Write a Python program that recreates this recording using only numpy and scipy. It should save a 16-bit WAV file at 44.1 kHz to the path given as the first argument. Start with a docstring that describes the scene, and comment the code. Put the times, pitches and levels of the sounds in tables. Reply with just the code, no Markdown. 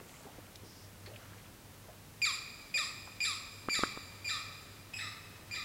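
"""Faint hiss, rustling and soft knocks open on a still, wooded swamp, with thin far trills and a low hum.
Then a hawk in flight screams "kee-ah" seven times, weakening as it flies off. Each scream is a clean high
whistle that cracks into a rasp and slides out an octave lower; the trees ahead throw it back a little
sharp. Midway through the screams four drops plop into the water close by, each a slap and a bubble."""
import sys
import numpy as np
from scipy import signal
from scipy.fft import rfft, irfft, next_fast_len
from scipy.io import wavfile
from scipy.ndimage import map_coordinates

SR = 44100
rng = np.random.default_rng(int(sys.argv[2]) if len(sys.argv) > 2 else 0)


def to_wav(sig):
    """Store sig (one row per channel, or 1-D mono) as 16-bit WAV at the path in sys.argv[1].

    Samples outside -1..1 are clipped; the rate is SR.
    """
    pcm = np.clip(np.atleast_2d(sig), -1, 1) * 32767
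    pcm = np.round(pcm).astype(np.int16)
    wavfile.write(sys.argv[1], SR, pcm.T)  # frames by channels


N = 248812
T = np.arange(N) / SR
SHORT_T = np.arange(SR // 5) / SR  # time span of one scream or tick

# tone of the still air: freq_hz, gain_db
AIR_TONE = [(15, -49), (25, -8.5), (59, -8), (96, -4), (267, -10.5), (368, -13.5), (482, -15), (598, -15),
            (703, -18.5), (895, -18), (2010, -22), (3440, -24.5), (15500, -28.5)]
# bouts of close rustling: middle_s, spread_s, level_db
RUSTLE_BOUTS = [(.23, .22, -61.5), (1.24, .17, -60.5)]
# soft knocks and ticks: start_s, level_db, pitch_hz, width_hz, t60_s
SOFT_KNOCKS = [(.010, -47, 416, 300, .1), (.092, -45, 2510, 2000, .027), (.252, -42, 283, 200, .13),
               (.263, -50.5, 760, 300, .29), (.384, -38.5, 375, 220, .068), (.556, -37, 4200, 4500, .023),
               (.633, -44.5, 327, 300, .13), (1.059, -44.5, 2160, 3000, .082), (1.061, -46, 4350, 450, .1),
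               (1.072, -44, 420, 200, .2), (1.112, -46.5, 570, 160, .18), (1.159, -39.5, 2460, 1100, .035),
               (1.458, -48.5, 2400, 1500, .04), (1.882, -43.5, 620, 220, .16), (2.750, -49, 583, 180, .36),
               (3.072, -41, 1010, 694, .054)]
# far songbird trills: start_s, length_s, pitch_hz, width_hz, level_db
BIRD_TRILLS = [(0.025, 0.26, 7200, 2400, -64.5), (0.607, 0.3, 5200, 1500, -62)]
# dips in the hum: middle_s, spread_s, depth_db
HUM_DIPS = [(1.65, .2, 6), (2.8, .35, 8)]
# the whistle's top harmonics, set against its third: harmonic_number, offset_db
WHISTLE_OVERTONES = [(4, -14), (5, -15.5), (6, -32)]
# resonance of the throat and open bill in the slide: freq_hz, gain_db
BILL_TONE = [(850, -21), (1200, -15), (1500, -5), (1900, -4), (2350, -4.5), (2900, -12.5), (3400, -2.5),
             (3950, 0), (4700, -6), (5400, -14), (6000, -15), (6700, -27.5), (7600, -25), (12000, -46)]
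# the screams: start_s, whistle_s, rasp_s, top_hz, scoop_share, whistle_db, swell_db, slide_db,
# growl_share, beam_share (how much of the treble beam reaches the trees)
HAWK_SCREAMS = [(2.217, .036, .013, 2435, .017, -30.6, .5, -31.6, .45, .78),
                (2.740, .036, .015, 2465, .02, -33.2, -.5, -34, .36, .85),
                (3.2034, .043, .027, 2454, .06, -34.6, -.5, -35.2, .24, 1),
                (3.6942, .051, .017, 2390, .05, -36.5, .5, -34.8, .55, .95),
                (4.2438, .047, .020, 2429, .055, -41, 5, -37.2, .27, .7),
                (4.935, .046, .041, 2555, .023, -43.7, -4, -43.7, .85, .8),
                (5.5103, .035, .024, 2418, .03, -43.8, 2, -43, .8, .33)]
# treble that the bill beams ahead of the bird, at full strength: freq_hz, gain_db
TREBLE_BEAM = [(1200, -3), (2400, -2.5), (3700, -9), (4500, 0), (5050, 6), (6000, 0), (7000, 7.5),
               (7580, 16.5), (8400, 9), (9300, 16), (10050, 21), (12500, 7)]
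# echo sends to the woods: ahead_share (0 behind the bird, 1 ahead of it), send_db
WOODS_SENDS = [(0, -5), (0.502, -5.5), (1, -5.7)]
# drops on the water: start_s, slap_db, bubble_db, bubble_hz
WATER_DROPS = [(3.6865, -19.3, -25.5, 1067), (3.7923, -23, -52, 700), (3.8357, -14.5, -17.4, 1110),
               (3.9743, -27.5, -39.5, 970)]

FULL_VOICE_DB = -31  # weak_db is how far a whistle falls below this
DOPPLER = .035  # share by which the echo from ahead is sharp


def undb(db):
    """Decibels to gain."""
    return 10 ** (np.asarray(db) / 20)


def unit(x):
    """Scale to an rms of one."""
    return x / np.sqrt(np.mean(x ** 2) + 1e-18)


def colour(x, points):
    """EQ through (freq_hz, gain_db) points, joined on a log-frequency axis."""
    size = next_fast_len(2 * len(x))
    hz, db = np.transpose(points)
    log_hz = np.log(np.maximum(np.fft.rfftfreq(size, 1 / SR), 1))
    return irfft(rfft(x, size) * undb(np.interp(log_hz, np.log(hz), db)), size)[:len(x)]


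def band(size, hz, width_hz):
    """Noise in one steep resonance, rms one."""
    n = next_fast_len(size, real=True)
    f = np.fft.rfftfreq(n, 1 / SR) + 1e-3
    detuning = (f * f - hz * hz) / (f * width_hz)
    return unit(irfft(rfft(rng.standard_normal(n)) / (1 + detuning ** 2), n)[:size])


def wander(size, hz):
    """Smooth random motion up to about hz, rms one."""
    n = next_fast_len(size, real=True)
    f = np.fft.rfftfreq(n, 1 / SR)
    return unit(irfft(rfft(rng.standard_normal(n)) * np.exp(-.5 * (f / hz) ** 2), n)[:size])


def ramp(t, length):
    """Smooth fade from 0 to 1."""
    return np.sin(np.pi / 2 * np.clip(t / length, 0, 1)) ** 2


def decay(t, t60):
    """A tail that falls 60 dB in t60 seconds."""
    return np.exp(-np.log(1000) * t / t60)


def bump(middle_s, spread_s):
    """A bell-shaped swell on the scene's timeline."""
    return np.exp(-((T - middle_s) / spread_s) ** 2 / 2)


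def add(track, start_s, x):
    """Mix x into the track at start_s."""
    i = max(int(start_s * SR), 0)
    track[i:i + len(x)] += x[:max(len(track) - i, 0)]


def still_air(hiss_db=-54.83, side_db=-76, wash_db=-73, wash_db_per_s=1.7):
    """The bed: even hiss, a faint mid-range wash that slowly grows louder, a little width in the bass."""
    wash = band(N, 1220, 3550) * undb(wash_db + wash_db_per_s * T + 2.44 * wander(N, 25))
    hiss = unit(colour(rng.standard_normal(N), AIR_TONE)) * undb(hiss_db)
    side = colour(rng.standard_normal(N), [(25, 3), (100, 0), (600, -7), (1500, -31.5), (12000, -43)])
    return wash + hiss + unit(side) * undb(side_db) * np.array([[1], [-1]])


def rustle(ticks_per_s=80, low_hz=450, high_hz=2800, brush_db=-2):
    """Soft brushing with a patter of tiny ticks, deep and high; each bout swells and fades."""
    out, t = np.zeros(N), SHORT_T
    for middle, spread, db in RUSTLE_BOUTS:
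        ticks = np.zeros(N)
        for when, pitch, size in rng.uniform(-1, 1, (int(ticks_per_s * 4 * spread), 3)):
            hz = low_hz * (high_hz / low_hz) ** ((pitch + 1) / 2)
            tick = band(len(t), hz, .3 * hz) * ramp(t, .001) * decay(t, t60=.05)
            add(ticks, middle + 2 * when * spread, undb(4.5 + 3.5 * size) * tick)
        brush = undb(brush_db) * band(N, 1220, 3550)
        out += undb(db) * bump(middle, spread) * (ticks + brush)
    return out


def knocks(trim_db=-4):
    """Light blows, each dying away in one damped resonance."""
    out, t = np.zeros(N), np.arange(SR // 4) / SR
    for start, db, hz, width, t60 in SOFT_KNOCKS:
        add(out, start, undb(db + trim_db) * band(len(t), hz, width) * ramp(t, .0021) * decay(t, t60))
    return out


def woods(x, near_db=-4, near_t60=.43, far_db=-10, far_t60=1.82, absorb_hz=4500, patchy_db=5):
    """Reverb: scattered echoes off near trunks, then a long, darker wash from the far tree line."""
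    t = np.arange(int(1.4 * SR)) / SR
    scatter = rng.standard_normal(len(t)) * undb(patchy_db * np.tanh(wander(len(t), 110)))
    near = scatter * ramp(t - .006, .021) * decay(t, near_t60)
    far = scatter * ramp(t - .02, .14) * decay(t, far_t60)
    far = signal.sosfilt(signal.butter(1, absorb_hz, fs=SR, output="sos"), far / np.linalg.norm(far))
    return signal.fftconvolve(x, undb(near_db) * near / np.linalg.norm(near) + undb(far_db) * far)[:N]


def songbirds():
    """Far trills, blurred by the trees into a thin fizz."""
    out = np.zeros(N)
    for start, length, hz, width, db in BIRD_TRILLS:
        n = int(length * SR)
        add(out, start, undb(db) * band(n, hz, width) * signal.windows.tukey(n, .5))
    return out


def far_hum(start_s=.36, level_db=-58.7, pitch_hz=99.6, width_hz=12):
    """A low, wavering hum that fades in and holds, dipping twice."""
    dip_db = sum(depth_db * bump(middle, spread) for middle, spread, depth_db in HUM_DIPS)
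    return band(N, pitch_hz, width_hz) * undb(level_db - dip_db) * ramp(T - start_s, .1)


def whistle(length, top_hz, scoop, db, swell_db, crest=.264, second_db=-3.8, third_db=-11.3):
    """The 'kee': a clean tone that starts with a scrape, scoops up to its crest and droops."""
    t, weak_db = SHORT_T, FULL_VOICE_DB - db
    progress = np.minimum(t / length, 1)
    rise = np.clip(1 - progress / crest, 0, 1)
    fall = np.maximum(progress - crest, 0) / (1 - crest)
    scrape = np.exp(-t / .0035)
    # weak screams droop less, and are shakier and rougher
    droop = .083 - .0038 * weak_db
    flutter = .004 + .0002 * weak_db + .045 * scrape
    roughness = .09 + .014 * weak_db + .5 * scrape
    hz = top_hz * (1 - scoop * rise ** 2 - droop * fall ** 1.443) * (1 + flutter * wander(len(t), 660))
    phase = 2 * np.pi * np.cumsum(hz) / SR
    partials = [(2, second_db), (3, third_db), (3 / 2, -31)]
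    partials += [(k, third_db + offset_db) for k, offset_db in WHISTLE_OVERTONES]
    upper = sum(undb(partial_db) * np.sin(k * phase) for k, partial_db in partials)
    upper *= undb(4 * (progress - .5) - 7 * scrape)  # harmonics build as the bill opens
    upper *= undb(.028 * (2440 - top_hz))  # higher screams are duller
    tone = (np.sin(phase) + upper) * (1 + roughness * wander(len(t), 400))
    tone += undb(-10) * scrape * band(len(t), 3300, 2200)
    gate = ramp(t, .0021) * ramp(length + .0035 - t, .0072)
    return np.sqrt(2) * undb(db + swell_db * (progress - .5)) * tone * gate


def slide(rasp_s, glide_s, db, growl, weak_db, rasp_hz=1185, clear_hz=1368, rasp_db=-1, fade_db=17):
    """The 'ah': the voice drops an octave, rattles chaotically, then clears and glides down."""
    t, n, end = SHORT_T, len(SHORT_T), rasp_s + glide_s
    progress = np.clip((t - rasp_s) / glide_s, 0, 1)
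    rough = 1 - ramp(t - rasp_s + .00523, .01)
    last_hz = 992 + 8.5 * weak_db  # weak screams stop higher
    climb_hz = rasp_hz + (clear_hz - rasp_hz) * (t / rasp_s) ** 2.615
    glide_hz = clear_hz + (last_hz - clear_hz) * progress ** .68
    flutter = .009 + .055 * rough * ramp(t + .003, .012)
    hz = np.where(t < rasp_s, climb_hz, glide_hz) * (1 + flutter * wander(n, 503))
    phase = 2 * np.pi * np.cumsum(hz) / SR
    pulses = sum(np.cos(k * phase) for k in range(1, 11))
    pulses -= .44 * rough * np.cos(phase)  # the low note only takes hold as the rattle clears
    pulses *= 1 + (.17 + .33 * rough) * wander(n, 750)  # hoarseness
    # growl: alternate strong and weak cycles add a partial at 1.5 times the pitch
    growl_depth = 2 * growl * (.4 * rough + (1 - progress) ** 2.5)
    pulses += growl_depth * np.cos(3 / 2 * phase) * (.71 + .5 * wander(n, 200))
    voice = colour(pulses, BILL_TONE)
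    voice *= undb(db + rough * rasp_db - (1 - rough) * fade_db * progress) / np.std(voice[t < end])
    # the harmonics die first and leave the bare fundamental, more exposed in weak screams
    bare = undb(db - 10.5 + .25 * weak_db) * np.cos(phase)
    bare *= ramp(progress, .17) * ramp(1.2 - progress, .87)
    return (voice + bare) * ramp(t + .0015, .3 * rasp_s) * ramp(end - t, .0038)


def thrown(scream, ahead, beam):
    """The bird flies away, so the trees ahead of it get a higher and brighter scream."""
    shifted = map_coordinates(scream, [np.arange(len(scream)) * (1 + DOPPLER * ahead)])
    return colour(shifted, [(hz, ahead * beam * db) for hz, db in TREBLE_BEAM])


def hawk(tree_passed_s=5.22, tree_db=-16):
    """The screams with one big tree's slapback, plus a send to the woods in each direction."""
    direct, sends = np.zeros(N), np.zeros((len(WOODS_SENDS), N))
    for start, whistle_s, rasp_s, top_hz, scoop, kee_db, swell_db, ah_db, growl, beam in HAWK_SCREAMS:
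        weak_db = FULL_VOICE_DB - kee_db
        scream = whistle(whistle_s, top_hz, scoop, kee_db, swell_db)
        add(scream, whistle_s - .001, slide(rasp_s, 1.75 * whistle_s, ah_db, growl, weak_db))
        add(direct, start, scream)
        for send, (ahead, send_db) in zip(sends, WOODS_SENDS):
            # the farther and weaker the scream, the wetter it is
            add(send, start, undb(send_db + .42 * weak_db) * thrown(scream, ahead, beam))
        if start < tree_passed_s:  # the slapback tightens until the bird passes the tree
            delay_s = DOPPLER * (tree_passed_s - start)
            add(direct, start + delay_s, undb(tree_db) * thrown(scream, 1, beam))
    return direct, sends


def plops(rise_per_s=75, ring_s=.0036, slap_hz=300, slap_s=.0012, push_db=-15, push_s=.0035):
    """Each drop pushes the air aside, slaps the surface and traps a bubble whose pitch shoots up."""
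    out, t = np.zeros(N), np.arange(SR // 30) / SR
    for start, slap_db, bubble_db, hz in WATER_DROPS:
        push = undb(slap_db + push_db) * np.sin(np.pi * np.minimum(t / push_s, 1))
        slap = undb(slap_db) * np.cos(2 * np.pi * slap_hz * t) * np.exp(-t / slap_s)
        bubble = np.sin(2 * np.pi * hz * (t + rise_per_s * t ** 2 / 2)) * np.exp(-t / ring_s)
        add(out, start - push_s, push)
        add(out, start, -(slap + undb(bubble_db) * bubble) * ramp(t, .0003))
    return out


def scene():
    """The mix: hawk and echoes dead centre, small sounds close and nearly dry, the quiet bed beneath."""
    screams, sends = hawk()
    close = knocks() + plops()
    echoes = sum(woods(send) for send in sends) + undb(-18.5) * woods(close)
    return screams + close + echoes + songbirds() + far_hum() + still_air() + rustle()


def record(dry, top_hz=15800):
    """A steep high cut on the whole mix."""
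    return signal.sosfilt(signal.ellip(10, .1, 70, top_hz, fs=SR, output="sos"), dry)


dry = scene()
out = record(dry)
to_wav(out)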